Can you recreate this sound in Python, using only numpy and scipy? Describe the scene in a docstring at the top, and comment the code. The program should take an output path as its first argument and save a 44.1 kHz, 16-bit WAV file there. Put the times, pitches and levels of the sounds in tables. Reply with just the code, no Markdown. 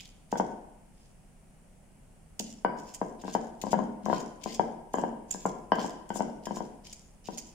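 """Wet crunches and stony knocks in a small hard room: a pestle pounds chillies, garlic and shallots
in a stone mortar on a tiled floor. Each stroke crushes with clusters of tiny filtered snaps, then knocks
on the stone, often several times as it slips; each knock is a set of decaying modes with a gritty crack.
Echoes and a noise tail with ringing bass notes make the room. Underneath lie a faint hiss of shaped noise
and a low throbbing rumble of steady sines."""
import sys
import numpy as np
from scipy import signal
from scipy.fft import rfft, irfft
from scipy.io import wavfile
from scipy.ndimage import uniform_filter1d

SR = 44100
rng = np.random.default_rng(int(sys.argv[2]) if len(sys.argv) > 2 else 0)


def output_pcm(signal):
    """Save a mono or channel-first signal as 16-bit PCM at the path in sys.argv[1].

    Samples are clipped to [-1, 1] before scaling.
    """
    pcm = np.clip(np.atleast_2d(signal).T, -1, 1) * 32767
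    wavfile.write(sys.argv[1], SR, np.round(pcm).astype(np.int16))


N = 332514  # samples, about 7.5 s

# Background noise colour. Each row: frequency in Hz, relative level in dB per Hz.
NOISE_COLOUR = [(15, -4), (48, -2), (70, -1.5), (100, -6), (200, -1.5), (320, -15), (750, -15),
                (1150, -24.5), (2800, -28), (3800, -36.5), (7000, -30.5), (8300, -26.5), (10000, -26.5),
                (11600, -37.5), (16000, -44.5)]
# Likeness of the background noise on both sides. Each row: frequency in Hz, shared part of the power (0 to 1).
NOISE_LIKENESS = [(100, 0.82), (600, 0.38), (4000, 0.071)]
# Steady low notes. Each row: frequency in Hz, rms level in dB.
HUM_NOTES = [(27, -64.5), (36.4, -63), (157.5, -71)]

# Standing waves of the room. Each row: frequency in Hz, relative level in dB, time to fall 60 dB in seconds.
STANDING_WAVES = [(159.2, 1, 1), (202, -8.5, 1), (228.6, 0, 0.84), (286, 5, 1), (365, -3.5, 1),
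                  (461, 13, 0.067)]
# Echoes off floor and near walls. Each row: delay in seconds, relative left gain, relative right gain.
EARLY_ECHOES = [(.0046, 0.083, 0.19), (.0092, 0.1, 0.072), (0.011, .10, 0.25), (0.0145, 0.16, .13)]
# Decay of the room tail. Each row: frequency in Hz, time to fall 60 dB in seconds.
TAIL_DECAY = [(120, 0.68), (320, 0.7), (840, 0.82), (2200, 0.72), (5800, 0.51), (15000, 0.091)]
# Colour of the room tail. Each row: frequency in Hz, relative level in dB.
TAIL_COLOUR = [(80, -13), (200, 4.5), (450, -0.5), (900, -5), (1600, -0.5), (3100, 3.5), (7000, 2.5),
               (15000, 6)]

# The mortar rocks on the tiles. Each row: start in seconds, length in seconds, level in dB before the room.
ROCKS = [(2.399, 0.084, -37), (3.74, 0.13, -26.5), (4.037, 0.033, -31), (4.127, 0.08, -31.5),
         (4.458, 0.086, -44), (4.933, .04, -32)]
# The bowl's place before the microphones. 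Each row: time in seconds, left over right in dB.
BOWL_PLACE = [(.4, 3.5), (2.65, 4.5), (3.35, 9.5), (3.7, 11.5), (4.1, 14), (5, 7), (5.75, 4), (6.2, 10),
              (7.3, 12)]

# Colour of the bursting cells. Each row: frequency in Hz, relative level in dB.
CELL_COLOUR = [(900, -27), (2000, 0), (3100, 0), (4200, -11), (5200, -5.5), (6000, -8.5), (6650, -3.5),
               (7080, 0.5), (7550, -8), (8000, -7), (10800, -14.5), (13400, -9.5), (15000, -9),
               (16500, -24)]
# Wet skin squeaks under the pestle. Each row: middle in seconds, level in dB before the room.
SKIN_SQUEAKS = [(4.956, -38.5), (5.3125, -22.5), (5.4638, -32.5)]
# Pushes through the food. Each row: skin splits in seconds, piece gives way in seconds, half length of
# the giving way in seconds, then the levels of nudging, split, mashing and giving way in dB before the room,
# centre pitch in Hz, left over right in dB.
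PUSHES = [(0.008, 0.055, 0.0098, -51, -43, -58, -50.5, 4430, 0),
          (0.319, 0.381, 0.013, -69, -42.5, -71, -42, 5660, -1),
          (2.3968, 2.504, .03, -82, -28, -56, -52.5, 5840, -2.5),
          (2.799, 2.948, .013, -55.5, -52, -56.5, -39, 6700, -2),
          (3.217, 3.339, 0.027, -61, -49, -52, -43, 5600, 1),
          (3.619, 3.718, .018, -68, -35.5, -55.5, -39.5, 5840, 8),
          (4.056, 4.205, 0.018, -62, -43, -47.5, -45, 5600, 1.5),
          (4.438, 4.547, 0.011, -55, -36, -46, -39, 5450, 7),
          (4.937, 4.995, .03, -69, -42, -63, -51.5, 6800, -1),
          (5.3116, 5.463, 0.0071, -62, -33, -54, -44, 7300, -1),
          (5.757, 5.852, 0.023, -62, -46.5, -44.5, -48.5, 5700, -1),
          (6.094, 6.165, .036, -80, -48, -63, -40, 7000, 20),
          (6.458, 6.568, 0.033, -61, -38.5, -62, -46.5, 5800, 1),
          (6.871, 6.931, 0.0082, -51.5, -47, -56, -40.5, 5900, 2),
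          (7.274, 7.384, 0.015, -51, -50, -55.5, -36, 5900, -2.5)]

# Pestle meets stone. Each row: time in seconds, level in dB before the room, hardness of the contact in dB.
STONE_KNOCKS = [(0.3259, -21.5, -5), (0.3552, -26, 1.5), (0.398, -17, -4), (2.3997, -33.5, -14),
                (2.6476, -16, 3), (3.0145, -21.5, -7.5), (3.237, -35.5, 2.5), (3.2484, -33.5, -21),
                (3.2795, -31, 1), (3.35, -17.5, -4), (3.637, -26, -13), (3.6671, -27, -11), (3.73, -16, -7),
                (3.7397, -21, -3.5), (3.7891, -22, -9), (4.0607, -24.5, -4), (4.0833, -25, -11),
                (4.0982, -20, -7), (4.1282, -17.5, -2.5), (4.459, -26, -9.5), (4.595, -15, -6.5),
                (4.9406, -20, -3.5), (4.9721, -30.5, 1), (4.9835, -22.5, -3), (5.0365, -20.5, -7),
                (5.345, -33, 0), (5.4541, -19, -3), (5.719, -13, 2.5), (5.7848, -24, -1),
                (5.844, -25.5, -10), (6.1032, -26, 2), (6.1572, -27.5, -6), (6.1945, -30, -12),
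                (6.205, -20, -6.5), (6.2304, -31.5, -14), (6.4687, -28.5, 0), (6.508, -26.5, -8),
                (6.5685, -31, -1.5), (6.6046, -27, -8), (7.2857, -29.5, -8)]
# Mortar and pestle, damped by food, hand and floor. Each row: frequency in Hz, relative level in dB,
# time to fall 60 dB in seconds, left over right in dB.
STONE_MODES = [(209, -6, 0.05, 3), (335.6, -2, 0.022, -1), (480, 6, 0.01, -6), (734, 4, 0.018, -2),
               (977.4, 2.5, 0.04, 9), (1547, -13, 0.055, -17), (2000, -14.5, 0.009, -10),
               (3068, -26, 0.029, -13), (4930, -25.5, 0.0097, -3)]
# How freely the grip lets the high notes ring. Each row: time in seconds, boost in dB.
GRIP = [(.4, 3), (2.65, -1.5), (3.3, 2), (4.94, 7.5), (5.45, -6), (5.72, 8.5), (6.47, 9), (7.3, 12)]

EDGE_HZ = 16200  # top of the band
ROCK_HZ, ROCK_WAVER_HZ = 210, 28.2  # low note of the bowl on the floor and its random spread
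ROCK_RISE = 0.22  # share of the length spent rising
FIRM_PITCH, JUICY_PITCH = 0.84, 1.04  # times the centre pitch: firm flesh crunches lower than juice squirts
NUDGE_HALF_S = 0.03  # half length of the rustle as the pestle first pushes loose pieces aside
SPLIT_HALF_S = 0.006  # half length of the burst of the skin
MASH_MIDDLE, MASH_SPREAD = 0.6, 0.55  # middle and half length, as shares of the time from split to giving way
SPLIT_FOCUS_DB, MASH_FOCUS_DB = 4.5, 6  # how tightly the sound gathers round its pitch: a split is broader
# the pestle slides on through the paste, quieter than the giving way: delay, half length, relative level
DRAG_AFTER_S, DRAG_HALF_S, DRAG_DB = 0.11, 0.08, -27.5
# the pieces shift faintly while the hand rests: start, half length, level before the room, pitch
SETTLE_S, SETTLE_HALF_S, SETTLE_DB, SETTLE_HZ = 0.88, 0.15, -71, 4670
# blows lighter than HEAVY_DB, and those with food still under them, thump more
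HEAVY_DB, THUMP_PER_DB, CUSHION_DB = -17, 0.5, 1


def gain_of(db):
    """Decibels to amplitude."""
    return 10 ** (np.asarray(db) / 20)


def evened(x):
    """Scales to rms 1."""
    return x / np.sqrt(np.mean(x ** 2) + 1e-20)


def read(points, hz):
    """Reads a table on a log-frequency axis."""
    f, value = np.transpose(points)
    return np.interp(np.log(hz + 1), np.log(f + 1), value)


def at_time(curve, s):
    """Reads a table that moves over time."""
    return np.interp(s, *np.transpose(curve))


def band(x, low_hz, high_hz):
    """Keeps one band of a sound."""
    return signal.sosfilt(signal.butter(2, [low_hz, high_hz], "band", fs=SR, output="sos"), x)


def smoothed(x, time_s):
    """Follows a signal with an exponential lag."""
    keep = np.exp(-1 / (time_s * SR))
    return signal.lfilter([1 - keep], [1, -keep], x)


def add(mix, s, sound):
    """Mixes a stereo sound in at time s."""
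    start = round(s * SR)
    sound = sound[:, max(-start, 0):]
    part = mix[:, max(start, 0):][:, :sound.shape[1]]
    part += sound[:, :part.shape[1]]


def placed(side_db):
    """Left and right gains of constant power."""
    pair = gain_of(np.array([[side_db], [-side_db]]) / 2)
    return evened(pair)


def causal(db):
    """Minimum-phase impulse response with the given gain on an rfft grid, starting at once."""
    log_gain = np.log(gain_of(np.r_[db, db[-2:0:-1]]))
    return np.fft.ifft(np.exp(np.conj(signal.hilbert(log_gain)))).real


def partly_shared(same, spectra):
    """Blends the third noise into the first two, so that left and right share part of their power."""
    return np.sqrt(same) * spectra[2] + np.sqrt(1 - same) * spectra[:2]


def background(noise_db=-58.0, waver=0.135):
    """Steady room noise and a low hum whose close lines beat into a throb."""
    hz, t = np.fft.rfftfreq(N, 1 / SR), np.arange(N) / SR
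    spectra = rfft(rng.standard_normal((3, N)))
    same = np.clip(read(NOISE_LIKENESS, hz), 0, 1)
    noise = irfft(partly_shared(same, spectra) * gain_of(read(NOISE_COLOUR, hz)), N)
    drift = np.interp(t, np.linspace(0, t[-1], 16), rng.standard_normal(16))
    hum = np.zeros(N)
    for k, (note_hz, db) in enumerate(HUM_NOTES):
        phase = waver * drift * (k + 3)
        hum += gain_of(db) * np.sqrt(2) * np.sin(2 * np.pi * note_hz * t + phase)
    return gain_of(noise_db) * evened(noise) + hum


def room_tail(build_s=0.0013, standing_db=-7):
    """Dense reflections dying band by band, with a few bass notes that ring on."""
    t = np.arange(SR) / SR
    hz, frame_s, spectra = signal.stft(rng.standard_normal((3, SR)), SR, nperseg=512)
    same = (1 / (1 + (hz / 520) ** 2))[:, None]  # long waves reach both sides alike
    fall_db = 60 * frame_s / read(TAIL_DECAY, hz)[:, None]
    spectra = partly_shared(same, spectra) * gain_of(read(TAIL_COLOUR, hz)[:, None] - fall_db)
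    tail = signal.istft(spectra, SR, nperseg=512)[1][:, :SR]
    for mode_hz, db, t60 in STANDING_WAVES:
        phase = 2 * np.pi * rng.random() + rng.standard_normal((2, 1)) / 2
        ring = np.sin(2 * np.pi * mode_hz * t + phase) / 10
        tail = tail + gain_of(standing_db + db - 60 * t / t60) * ring
    tail *= 1 - np.exp(-(t / build_s) ** 2)
    return tail / np.sqrt(np.sum(tail ** 2) / 2)


def room(x, wet_db, echo_db, wet_side_db, spacing_s=0.00042, count=3):
    """Direct sound, early echoes and the tail, a slow regular exchange between several dense tails."""
    out = x.copy()
    for k, (delay_s, left, right) in enumerate(EARLY_ECHOES):
        lead_s = (-1) ** k * spacing_s / 2  # left and right take turns to come first
        add(out, delay_s - lead_s, gain_of(echo_db) * np.array([[left], [0]]) * x[0])
        add(out, delay_s + lead_s, gain_of(echo_db) * np.array([[0], [right]]) * x[1])
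    turn = np.arange(N) / SR * 0.805  # half cycles of the exchange
    for k in range(count):
        share = np.cos(np.pi * (turn + k / count)) * np.sqrt(2 / count)
        tail = signal.fftconvolve((x.mean(0) * share)[None], room_tail(), axes=1)[:, :N]
        out += gain_of(wet_db) * placed(wet_side_db) * tail
    return out


def rock(length_s, level_db, count=8):
    """The bowl judders on the floor: a low unsteady note that swells quickly and dies."""
    u = np.linspace(0, 1, int(length_s * SR))
    hz = ROCK_HZ + ROCK_WAVER_HZ * np.interp(u, np.linspace(0, 1, count), rng.standard_normal(count))
    envelope = np.minimum(u / ROCK_RISE, 1) * (1 - u)
    return gain_of(level_db) * envelope * np.sin(2 * np.pi * np.cumsum(hz) / SR)


def push(crushing, push_db=-5):
    """The force that bursts the food also shoves the mortar against the floor: a soft low bump."""
    return gain_of(push_db) * band(abs(crushing).mean(0), 150, 330)


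def snap(centre_hz, patchy_db, focus_db=7.5):
    """The ring of one bursting piece: the common colour round a pitch, with peaks of its own on each side."""
    hz = np.fft.rfftfreq(1024, 1 / SR)
    bumps = uniform_filter1d(rng.standard_normal((3, len(hz))), size=8)
    common, left, right = evened(uniform_filter1d(bumps, size=8))
    octaves = np.log2((hz + 1) / centre_hz)
    colour_db = read(CELL_COLOUR, hz) - focus_db * np.log(1 + (2 * octaves) ** 2 * 2)
    pair = np.array([causal(colour_db + patchy_db * (common + own / 2)) for own in (left, right)])
    lag = rng.integers(0, 9, 2)  # samples: the paths to the two microphones differ
    delayed = np.array([np.roll(side, k) for side, k in zip(pair, lag)])
    return evened(delayed) / np.sqrt(pair.shape[1])


def wet_ticks(crushing, linger_s=0.045, tick_db=21, spread_db=4):
    """Stirred by the crushing, paste settles and peels off the stone in ticks, each at its own pitch."""
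    per_s, patchy_db = 110, 5
    stirred = smoothed(abs(crushing).mean(0), linger_s)
    out = np.zeros((2, N))
    for at in rng.integers(0, N, N * per_s // SR):
        size = gain_of(tick_db + spread_db * min(rng.exponential(), 3))
        add(out, at / SR, size * stirred[at] * snap(rng.uniform(5600, 6360), patchy_db))
    return out


def squeak(level_db, hz=7100, half_s=0.0064):
    """Wet skin sticks and slips on the stone, too briefly to hold a steady pitch."""
    size = int(2 * half_s * SR)
    waver = np.convolve(rng.standard_normal(size), np.ones(20) / 20, "same")
    slips = np.sin(2 * np.pi * np.cumsum(hz * (1 + waver / 6)) / SR)
    # the right microphone is nearer and hears it first
    pair = np.array([np.roll(slips, 1) / 2, slips * np.sqrt(2)])
    return gain_of(level_db) * signal.windows.hann(size) * pair


def crush(half_s, level_db, centre_hz, side_db, focus_db, count=9):
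    """A swelling cluster of tiny snaps as cell walls burst and juice squirts, piece after piece."""
    size = int(2 * half_s * SR) + 8
    cells_per_s, spread_db, patchy_db = 5000, 5, 3
    strength = gain_of(spread_db * np.minimum(rng.exponential(1, size), 4.5))
    snaps = (rng.random(size) < cells_per_s / SR) * strength
    drive = signal.windows.hann(size) * snaps * rng.choice([-1, 1], size)
    # the pieces burst in turn, overlapping at random
    order = np.linspace(0, count, size) + rng.standard_normal(size)
    piece = np.clip(order, 0, count - 1).astype(int)
    out = 0
    for k in range(count):
        own_drive = (drive * (piece == k))[None]
        out = out + signal.fftconvolve(own_drive, snap(centre_hz, patchy_db, focus_db), axes=1)
    return gain_of(level_db) * placed(side_db) * out / np.sqrt(np.sum(out ** 2) / size)


def stroke(split_s, give_s, give_half_s, nudge_db, split_db, mash_db, give_db, hz):
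    """Nudge, split, mash, give way, slide on: (middle s, half length s, dB, centre Hz, focus dB) of each."""
    press_s = give_s - split_s
    mash_s = split_s + MASH_MIDDLE * press_s
    firm_hz, juicy_hz = hz * FIRM_PITCH, hz * JUICY_PITCH
    return [(split_s - NUDGE_HALF_S / 3, NUDGE_HALF_S, nudge_db, firm_hz, MASH_FOCUS_DB),
            (split_s, SPLIT_HALF_S, split_db, hz, SPLIT_FOCUS_DB),
            (mash_s, MASH_SPREAD * press_s, mash_db, firm_hz, MASH_FOCUS_DB),
            (give_s, give_half_s, give_db, juicy_hz, MASH_FOCUS_DB),
            (give_s + DRAG_AFTER_S, DRAG_HALF_S, give_db + DRAG_DB, juicy_hz, MASH_FOCUS_DB)]


def thump(s, level_db):
    """How much of a blow goes into the floor rather than into ringing the stone, in dB."""
    cushioned = any(split_s < s < give_s for split_s, give_s, *_ in PUSHES)
    return THUMP_PER_DB * (HEAVY_DB - level_db) + CUSHION_DB * cushioned


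def knock(level_db, hard_db, thump_db, side_db, loose_db, detune=0.04, contact_s=0.0011, hard_reach=1.23,
          thump_share=0.82, grit_db=-26, grit_reach=0.33, paste_damping=0.15):
    """One blow rings the stone: a bare contact wakes the high modes, a cushioned one only thumps."""
    t = np.arange(SR // 8) / SR
    out = np.zeros((2, len(t)))
    for k, (hz, db, t60, mode_side_db) in enumerate(STONE_MODES):
        hard = hard_reach * np.clip(np.log2(hz / 800), 0, 1)
        soft = thump_share * np.clip(np.log2(560 / hz), 0, 1)
        # a loose grip frees the highest modes; paste under the pestle mutes the middle ones
        free_db = loose_db * (hz > 2500) - paste_damping * thump_db * (600 < hz < 1200)
        mode_db = db + free_db + hard * hard_db + soft * thump_db
        # the point of contact shifts each mode a little; neighbouring modes start in opposite directions
        struck_hz = hz * (1 + detune * rng.standard_normal((2, 1)))
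        ring = (-1) ** k * np.sin(2 * np.pi * struck_hz * t)
        out += placed(side_db + mode_side_db) * gain_of(mode_db - 60 * t / t60) * ring
    # the grainy stone faces crack against each other
    grit_t60 = 0.035
    grit = band(rng.standard_normal(out.shape), 1280, 2100)
    out += evened(grit) * gain_of(grit_db + grit_reach * hard_db - 60 * t / grit_t60)
    out *= np.sin(np.pi / 2 * np.minimum(t / contact_s, 1)) ** 2  # the force builds up through the paste
    return gain_of(level_db) * out / np.sqrt(np.mean(out[:, :SR // 125] ** 2))  # levelled on its first 8 ms


def scene(low_cut_hz=115):
    """Knocks and crushing in the room, over the background."""
    stone, food = np.zeros((2, 2, N))
    for s, level_db, hard_db in STONE_KNOCKS:
        side_db, loose_db = at_time(BOWL_PLACE, s), at_time(GRIP, s)
        add(stone, s, knock(level_db, hard_db, thump(s, level_db), side_db, loose_db))
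    for *press, side_db in PUSHES:
        for s, half_s, level_db, centre_hz, focus_db in stroke(*press):
            add(food, s - half_s, crush(half_s, level_db, centre_hz, side_db, focus_db))
    add(food, SETTLE_S, crush(SETTLE_HALF_S, SETTLE_DB, SETTLE_HZ, 0, MASH_FOCUS_DB))
    for s, level_db in SKIN_SQUEAKS:
        chirp = squeak(level_db)
        add(food, s - chirp.shape[1] / 2 / SR, chirp)
    for s, length_s, level_db in ROCKS:
        add(stone, s, placed(at_time(BOWL_PLACE, s)) * rock(length_s, level_db))
    # a bowl this small radiates little deep bass
    low_cut = signal.butter(2, low_cut_hz, "high", fs=SR, output="sos")
    stone = signal.sosfilt(low_cut, stone + push(food))
    stone = gain_of(-2.5) * room(stone, wet_db=-1.0, echo_db=4.5, wet_side_db=2.0)
    food = gain_of(-1.36) * room(food + wet_ticks(food), wet_db=-7, echo_db=0.5, wet_side_db=0.0)
    return stone + food + background()


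def record(dry, threshold_db=-32, squeeze=0.058, recover_db_per_s=16):
    """Gentle gain control dips the hiss after each knock and lets it creep back; then the band limit."""
    power_db = 10 * np.log10(abs(uniform_filter1d((dry ** 2).mean(0), size=256)) + 1e-12)
    # the held peak level sinks steadily until a louder sound lifts it
    fall_db = np.arange(N) * recover_db_per_s / SR
    held_db = np.maximum.accumulate(power_db + fall_db) - fall_db
    over_db = np.maximum(held_db - threshold_db, 0)
    # the first crack slips through before the gain falls
    ducked = dry / gain_of(squeeze * smoothed(over_db, 0.0068))
    low_pass = signal.firwin(255, EDGE_HZ, window=("kaiser", 9), fs=SR)
    return signal.oaconvolve(ducked, low_pass[None], "same")


dry = scene()
out = record(dry)
output_pcm(out)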